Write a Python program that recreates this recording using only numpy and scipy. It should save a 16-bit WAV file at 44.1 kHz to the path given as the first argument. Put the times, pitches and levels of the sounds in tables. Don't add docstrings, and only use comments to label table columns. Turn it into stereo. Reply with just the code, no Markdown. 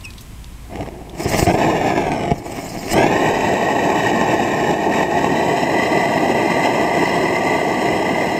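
import sys
import numpy as np
from scipy import signal
from scipy.fft import rfft, irfft, next_fast_len
from scipy.io import wavfile
from scipy.ndimage import uniform_filter1d

SR = 44100
rng = np.random.default_rng(int(sys.argv[2]) if len(sys.argv) > 2 else 0)


def dump(signal):
    limited = np.clip(np.atleast_2d(signal).T, -1, 1)
    pcm = np.round(limited * 32767).astype(np.int16)
    wavfile.write(sys.argv[1], SR, pcm)


N = 369999
SIZE, HOP = 1024, 256
TIME, HZ = np.arange(N) / SR, np.fft.rfftfreq(SIZE, 1 / SR)
FRAME_TIME, SLOW_TIME = np.arange(-(-N // HOP) + 1) * HOP / SR, TIME[::16]

# time_s, pitch_factor
FLUE_HEAT = [(0, 0.69), (1.42, .74), (1.49, 0.83), (1.6, 0.985), (2, 0.91), (2.3, 0.76), (2.9, 0.74),
             (2.97, .84), (3.15, 0.99), (3.3, 1.014), (4.7, 0.987), (5.12, 1), (5.6, 1.055), (7, 1.073),
             (8.39, 1.074)]
# freq_hz, level_db
BURN_TONE = [(20, -49), (60, -19), (110, -6), (260, 0), (830, -0.5), (1100, -11.5), (1600, -15.5),
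             (2200, -10), (2900, -18), (3500, -25.5), (5000, -30.5), (7700, -29.5), (8800, -40),
             (9400, -59)]
# centre_hz, width_hz, gain_db
COLLAR_EQ = [(354, 100, 4.5), (522, 130, -2), (678, 55.5, 7), (1399, 146, -16.5), (5404, 450, 9.5)]
# start_s, swallowed_s, final_db, growth_db_per_s, pitch_factor
HISS_SPELLS = [(1.136, 1.45, -27, 31.5, 1), (2.3, 2.94, -35, 13.5, 1)]
# time_s, length_s, gain_db, pitch_factor_change
JET_SPITS = [(1.23, .05, 1, .035), (1.268, 0.02, -9, -.04), (1.292, 0.031, 7, .02),
             (1.348, .025, 1, -0.048), (1.393, 0.035, 9.5, .09), (1.547, 0.066, 10, .03),
             (2.425, 0.045, -9, -.04), (2.926, .036, 10.5, -0.041)]


def gain_of(db):
    return 10 ** (np.asarray(db) / 20)


def unit_rms(x):
    return x / np.sqrt(np.mean(x ** 2) + 1e-20)


def spectrum(points, hz=HZ):
    freqs, values = np.transpose(points)
    return np.interp(np.log(hz + 1), np.log(freqs + 1), values)


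def curve(points, t=TIME):
    return np.interp(t, *np.transpose(points))


def bumps(rows, at):
    return sum(height * np.exp2(-np.minimum((2 * (at - centre) / width) ** 2, 20))
               for centre, width, height in rows)


def fade(end, decay, t=TIME):
    return np.exp(-np.clip((t - end) / decay, 0, 40))


def envelope(start, end, rise, decay, t=TIME):
    return np.clip((t - start) / rise, 0, 1) * fade(end, decay, t)


def add(mix, start_s, sound):
    part = mix[round(start_s * SR):][:len(sound)]
    part += sound[:len(part)]


def wander(hz):
    count = next_fast_len(len(SLOW_TIME))
    freqs = np.fft.rfftfreq(count, SLOW_TIME[1])
    drift = irfft(rfft(rng.standard_normal(count)) / (1 + (freqs / hz) ** 2), count)
    return np.interp(TIME, SLOW_TIME, unit_rms(drift[:len(SLOW_TIME)]))


def eddies(frames, bins):
    field = rng.standard_normal((len(FRAME_TIME), len(HZ)))
    return unit_rms(uniform_filter1d(uniform_filter1d(field, frames, axis=0), bins, axis=1))


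def causal(db):
    cepstrum = irfft(np.log(gain_of(db)))
    cepstrum[..., 1:SIZE // 2] *= 2
    cepstrum[..., SIZE // 2 + 1:] = 0
    return np.exp(rfft(cepstrum))


def stereo(direct, scattered, response):
    likeness = [(20, 0.34), (100, .999), (300, 1), (1100, 0.98), (1400, 0.82), (2000, 0.98), (2900, 0.99),
                (3400, 0.43), (5200, 1), (5900, 0.39), (7200, 0.93), (8300, 0.86), (9200, 0.5),
                (16000, .55)]
    balance = [(300, 0), (900, 1.26), (1700, -2), (1950, -1), (2400, -0.5), (3130, 7.5), (3500, -3.5),
               (4100, -7.5), (4400, 9.5), (5350, 1), (6000, -2), (6500, -1), (8600, 0), (9400, 1)]
    phase_lead = [(1600, -0.01), (1850, 0.5), (2700, 0.91), (3300, 0.74), (3650, -0.5), (4000, 0.9),
                  (4250, 2), (4480, 1.5), (4750, 1.9), (5300, -1.3), (5550, -1), (6150, .5), (6600, -0.1),
                  (9000, 0)]
    framing = dict(nperseg=SIZE, noverlap=SIZE - HOP)
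    coherence = np.clip(spectrum(likeness), 0, 1)
    mid = signal.stft(direct, **framing)[2].T * np.sqrt((1 + coherence) / 2)
    side = signal.stft(scattered, **framing)[2].T * np.sqrt((1 - coherence) / 2)
    lean = gain_of(spectrum(balance) / 2) * np.exp(.5j * spectrum(phase_lead))
    channels = np.array([(mid + side) * lean, (mid - side) / lean]) * response
    return signal.istft(channels, time_axis=1, freq_axis=2, **framing)[1][:, :N]


def background(drone_hz=57, drone_db=-38.5, waver=.54, waver_hz=6, draught_db=-42, calm_db=-62):
    wash_tone = [(45, -15.5), (90, -3.5), (160, -11.5), (360, -20.5), (530, -28.5), (1000, -26.5),
                 (1500, -31.5), (2300, -29), (4200, -34), (8500, -36), (10200, -37), (12000, -38),
                 (14300, -41), (15600, -46)]
    wash_level = [(0, -38), (.7, -39.5), (1, -41.5), (2.4, -45.5), (8.39, -41)]
    whines = [(1030, 110, 2.5), (7880, 180, 5)]
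    colour = gain_of(spectrum(wash_tone) + bumps(whines, HZ))
    wash = unit_rms(stereo(*rng.standard_normal((2, N)), colour)) * gain_of(curve(wash_level))
    phase = 2 * np.pi * drone_hz * TIME
    drone = (1 + waver * wander(waver_hz)) * np.cos(phase) + waver * wander(waver_hz) * np.sin(phase)
    drone = unit_rms(drone) * gain_of(drone_db) * fade(end=1.25, decay=.14)
    low_band = signal.butter(2, [18, 45], "band", fs=SR, output="sos")
    draught = signal.sosfilt(low_band, rng.standard_normal((3, N)))
    draught = unit_rms(draught[:2] * .37 + draught[2] * gain_of([[1.5], [-1.5]]))
    settling = np.maximum(gain_of(draught_db) * fade(end=3.33, decay=.15), gain_of(calm_db))
    stirred = gain_of(-7) * jet_strength()
    return wash + drone + draught * np.hypot(settling, stirred)


def steel_ticks(band_ratio=1.2):
    contacts = [(.008, -32, 3800, .005), (.051, -25, 6000, .005), (0.104, -27, 3900, .004),
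                (.1357, -31, 3800, .004), (.18, -27, 3650, 0.017), (.208, -31, 6600, .01),
                (.21, -30, 11400, .01), (0.444, -22.5, 3880, 0.00049), (1.0955, -26.5, 3580, 0.0036)]
    t, out = np.arange(SR // 8) / SR, np.zeros((2, N))
    for start, db, hz, decay in contacts:
        band = signal.butter(1, [hz / band_ratio, hz * band_ratio], "band", fs=SR)
        for channel in out:
            scrape = signal.lfilter(*band, rng.standard_normal(len(t)) * np.exp(-t / decay))
            add(channel, start, gain_of(db) * scrape / abs(scrape).max())
    return out


def valve_squeak(start_s=.036, slip_s=.019, glide_s=.028, ring_s=.023, glide_hz=(2900, 2490), db=-28):
    end = start_s + slip_s
    hz = np.interp(TIME, [start_s, start_s + glide_s], glide_hz) * (1 + .022 * wander(hz=250))
    phase = 2 * np.pi * np.cumsum(hz) / SR
    overtones = gain_of(-6) * fade(end, decay=.003) * (np.sin(2 * phase) + .7 * np.sin(3 * phase))
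    return (np.sin(phase) + overtones) * gain_of(db) * envelope(start_s, end, slip_s, ring_s)


def jet_strength(rise_s=.093, swallow_s=.011, linger_s=.14, linger_db=-14.5):
    t, level = SLOW_TIME, 0
    for start, end, db, growth, _ in HISS_SPELLS:
        body = envelope(start, end, rise_s, swallow_s, t)
        tail = gain_of(linger_db) * envelope(start, end, rise_s, linger_s, t)
        level = level + np.maximum(body, tail) * gain_of(db + growth * np.minimum(t - end, 0))
    spit_db = bumps([(s, length, db) for s, length, db, _ in JET_SPITS], t)
    return np.interp(TIME, t, level * gain_of(spit_db))


def jet_hiss(slack_pitch=.95, glide_s=.12, flutter_db=1.9, flutter_hz=50, patchy_db=3):
    hiss_tone = [(1500, -12), (3700, -20), (4250, 3.5), (4550, -4), (5100, 5), (6000, -2), (7000, 1),
                 (8000, -0.5), (9000, -11.5), (9800, -11), (12200, -18), (14500, -12), (16000, -21)]
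    edge_tones = [(8840, 640, 7), (13500, 1250, 12)]
    climb = sum((full - slack_pitch) * envelope(start, end, glide_s, glide_s, FRAME_TIME)
                for start, end, _, _, full in HISS_SPELLS)
    bends = bumps([(s, length, bend) for s, length, _, bend in JET_SPITS], FRAME_TIME)
    pitch = slack_pitch + climb + bends
    noise = rng.standard_normal((2, N))
    db = spectrum(hiss_tone) + bumps(edge_tones, HZ / pitch[:, None])
    db += patchy_db * eddies(frames=5, bins=12)
    hiss = unit_rms(stereo(*noise, gain_of(db)))
    return hiss * jet_strength() * gain_of(flutter_db * wander(flutter_hz))


def flame(t, quench_s=.0045):
    # start_s, end_s, rise_s, level_db, drift_db_per_s, brightness_db, flue_coupling
    spells = [(.63, 1.57, .11, -39, 6, -4, .1), (.69, 0.88, 0.089, -28, -1, -1, .15),
              (1.12, 1.494, 0.2, -22.3, 5, 5.5, 0.22), (1.462, 2.325, .008, -12.5, -11, 0, 0.75),
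              (2.32, 2.94, .02, -28, -2, 2, 0.27), (2.90, 8.5, 0.057, -15.5, -0.4, 0.43, 1.016)]
    gulps = [(0.806, 0.023, 4.5, -8), (0.846, .014, -7, -2), (1.203, 0.013, 11, -3), (1.262, .016, 6.5, -7),
             (1.34, 0.033, 4.5, 1.5), (1.394, 0.012, 8, -1), (1.429, 0.014, 6.5, 0), (1.45, 0.015, -8, -1),
             (1.487, 0.037, -3, 2), (1.529, .014, -11, -4), (1.564, 0.024, -4, -6), (1.796, 0.09, -1, -0.5),
             (1.895, 0.055, 2, 2), (2.315, .016, 3, 4), (2.396, 0.085, -2, -6), (2.44, .02, -7.5, 3),
             (2.459, 0.015, 7.5, -1), (2.575, 0.034, 4, 4), (2.83, 0.036, 2, 4), (2.903, .06, 2, 7.5),
             (2.972, 0.084, 4, -1), (3.029, 0.061, 1.5, 3), (3.26, 0.084, 2.2, 0),
             (4.777, 0.056, -2.5, -2.5), (4.884, 0.052, -0.5, -6.5), (4.967, .05, 1, 0.5),
             (5.082, 0.076, -4.5, -3), (6.655, 0.046, 1.5, 1.5)]
    levels = [envelope(start, end, rise, quench_s, t) * gain_of(db + drift * (t.clip(start, end) - start))
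              for start, end, rise, db, drift, _, _ in spells]
    powers = np.square(levels) + 1e-20
    brightness, coupling = np.transpose([spell[-2:] for spell in spells]) @ powers / powers.sum(0)
    flare_db = bumps([(s, length, db) for s, length, db, _ in gulps], t)
    glint_db = bumps([(s, length, bright) for s, length, _, bright in gulps], t)
    return np.sqrt(powers.sum(0)) * gain_of(flare_db), brightness + glint_db, coupling


def flue(t):
    resonances = [(183, 63, 3), (900, 99, 8), (963, 48, -10), (1106, 96, 11.5), (1179, 77.5, -25),
                  (1700, 47, -3.5), (1881, 235, 13), (2072, 220, -12.5), (2446, 56, 3.5), (2670, 96, 8),
                  (2754, 51, -22), (2960, 194, 5.5), (3240, 250, -8.5), (3795, 190, 9.5), (4170, 62, 17),
                  (4250, 360, -6.5), (4853, 127, 9), (5045, 80, -16), (5145, 90, 10.5), (5306, 174, -17),
                  (5770, 140, 5), (5950, 240, -3.5), (6450, 230, 7), (6930, 370, -3), (7520, 510, 7),
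                  (8620, 600, -8), (9930, 940, 8)]
    _, _, coupling = flame(t)
    return coupling[:, None] * np.interp(HZ / curve(FLUE_HEAT, t)[:, None], HZ, bumps(resonances, HZ))


def sputters(per_s=52, jitter_s=.003, spread_db=2.2, tilt=2):
    spells = [(0.773, .84, -25), (2.139, 2.305, -19.5)]
    chance = rng.standard_normal((len(spells), SIZE, 2))
    return [(s + jitter_s * late, db + spread_db * loud, tilt)
            for (start, end, db), draws in zip(spells, chance)
            for s, (late, loud) in zip(np.arange(start, end, 1 / per_s), draws)]


def gas_pops(trim_db=-.5, bass_db=11.5, spray=.13, spray_s=.002):
    # start_s, level_db, tilt_db_per_octave (thump below 0, crack above)
    explosions = [(.7576, -15, 0.5), (0.8085, -19, 2.5), (.827, -23, 1), (.864, -23, 4), (0.8873, -18, 0.5),
                  (1.259, -3.5, -7.5), (1.388, -12, -3), (1.3945, -5, -0.5), (1.426, -4, -6.5),
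                  (1.428, -3, -7), (1.4688, -10, -3), (1.476, 0, -7), (1.486, -7, -7), (1.499, -8, -2.5),
                  (1.542, -5, -4), (2.118, -4, .5), (2.279, -10, -1), (2.309, -10, -.5),
                  (2.316, -3.5, -2.5), (2.32, -3.5, -9), (3.029, -4, -.5), (3.545, -13, -1.5),
                  (4.213, -3, 0), (5.245, -0.5, -1), (6.545, -9, -1)]
    colour_db = spectrum(BURN_TONE) + bumps(COLLAR_EQ, HZ) + bass_db / (1 + (HZ / 100) ** 2)
    octaves = np.log2(np.clip(HZ, 50, 3000) / 700)
    out = np.zeros(N)
    for start, db, tilt in explosions + sputters():
        burst = spray * max(tilt + 1, 0) * rng.standard_normal(SIZE) * np.exp(-TIME[:SIZE] / spray_s)
        burst[0] += 1
        ring = irfft(causal(colour_db + flue(np.array([start]))[0] + tilt * octaves))
        pop = signal.fftconvolve(burst, ring)
        add(out, start, gain_of(db + trim_db) * pop / abs(pop).max())
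    return out


def roar_colour(cold_bass_db=19.5, cold_bass_hz=130, patchy_db=1.34, glint_db=.75, glint_hz=14):
    fizz_tone = [(5000, -50), (9000, -43.5), (10600, -44.5), (12400, -36), (13000, -40), (13250, -46),
                 (16000, -48)]
    heat = curve(FLUE_HEAT, FRAME_TIME)[:, None]
    db = spectrum(BURN_TONE) + bumps(COLLAR_EQ, HZ) + flue(FRAME_TIME)
    db += (1.05 - heat) / .28 * cold_bass_db / (1 + (HZ / cold_bass_hz) ** 2)
    fizz = gain_of(spectrum(fizz_tone, HZ / np.sqrt(heat)))
    db = 20 * np.log10(np.hypot(gain_of(db), fizz))
    db += patchy_db * eddies(frames=14, bins=2)
    brightness = flame(FRAME_TIME)[1] + glint_db * np.interp(FRAME_TIME, TIME, wander(glint_hz))
    treble_shelf = spectrum([(100, -.24), (800, .041), (1800, .93), (7000, .97), (12000, .4)])
    response = causal(db + brightness[:, None] * treble_shelf)
    body = (HZ > 150) & (HZ < 1200)
    return response / np.sqrt(np.mean(abs(response) ** 2 * body, axis=1, keepdims=True))


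def flame_roar(crackles_per_s=500, crackle_db=-4.5, cold_crackle_db=4.5, flutter_db=1, surge_db=.52):
    response = roar_colour()
    sizes = gain_of(2 * np.minimum(rng.exponential(1, N), 4))
    crackle = unit_rms(sizes * (rng.random(N) < crackles_per_s / SR))
    share = gain_of(crackle_db + cold_crackle_db * (1 - curve(FLUE_HEAT)) / .18)
    direct, scattered = rng.standard_normal((2, N))
    direct = (direct + share * (crackle - crackle.mean())) / np.sqrt(1 + share ** 2)
    unrest = unit_rms(gain_of(flutter_db * wander(hz=60) + surge_db * wander(hz=7)))
    strength = np.interp(TIME, SLOW_TIME, flame(SLOW_TIME)[0]) * unrest
    return stereo(direct * strength, scattered * strength, response)


def scene():
    return flame_roar() + jet_hiss() + steel_ticks() + valve_squeak() + background() + gas_pops()


def record(dry, cutoff_hz=15750):
    lowpass = signal.firwin(511, cutoff_hz, window=("kaiser", 9), fs=SR)
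    return signal.oaconvolve(np.clip(dry, -1, 1), lowpass[None], "same")


dry = scene()
out = record(dry)
dump(out)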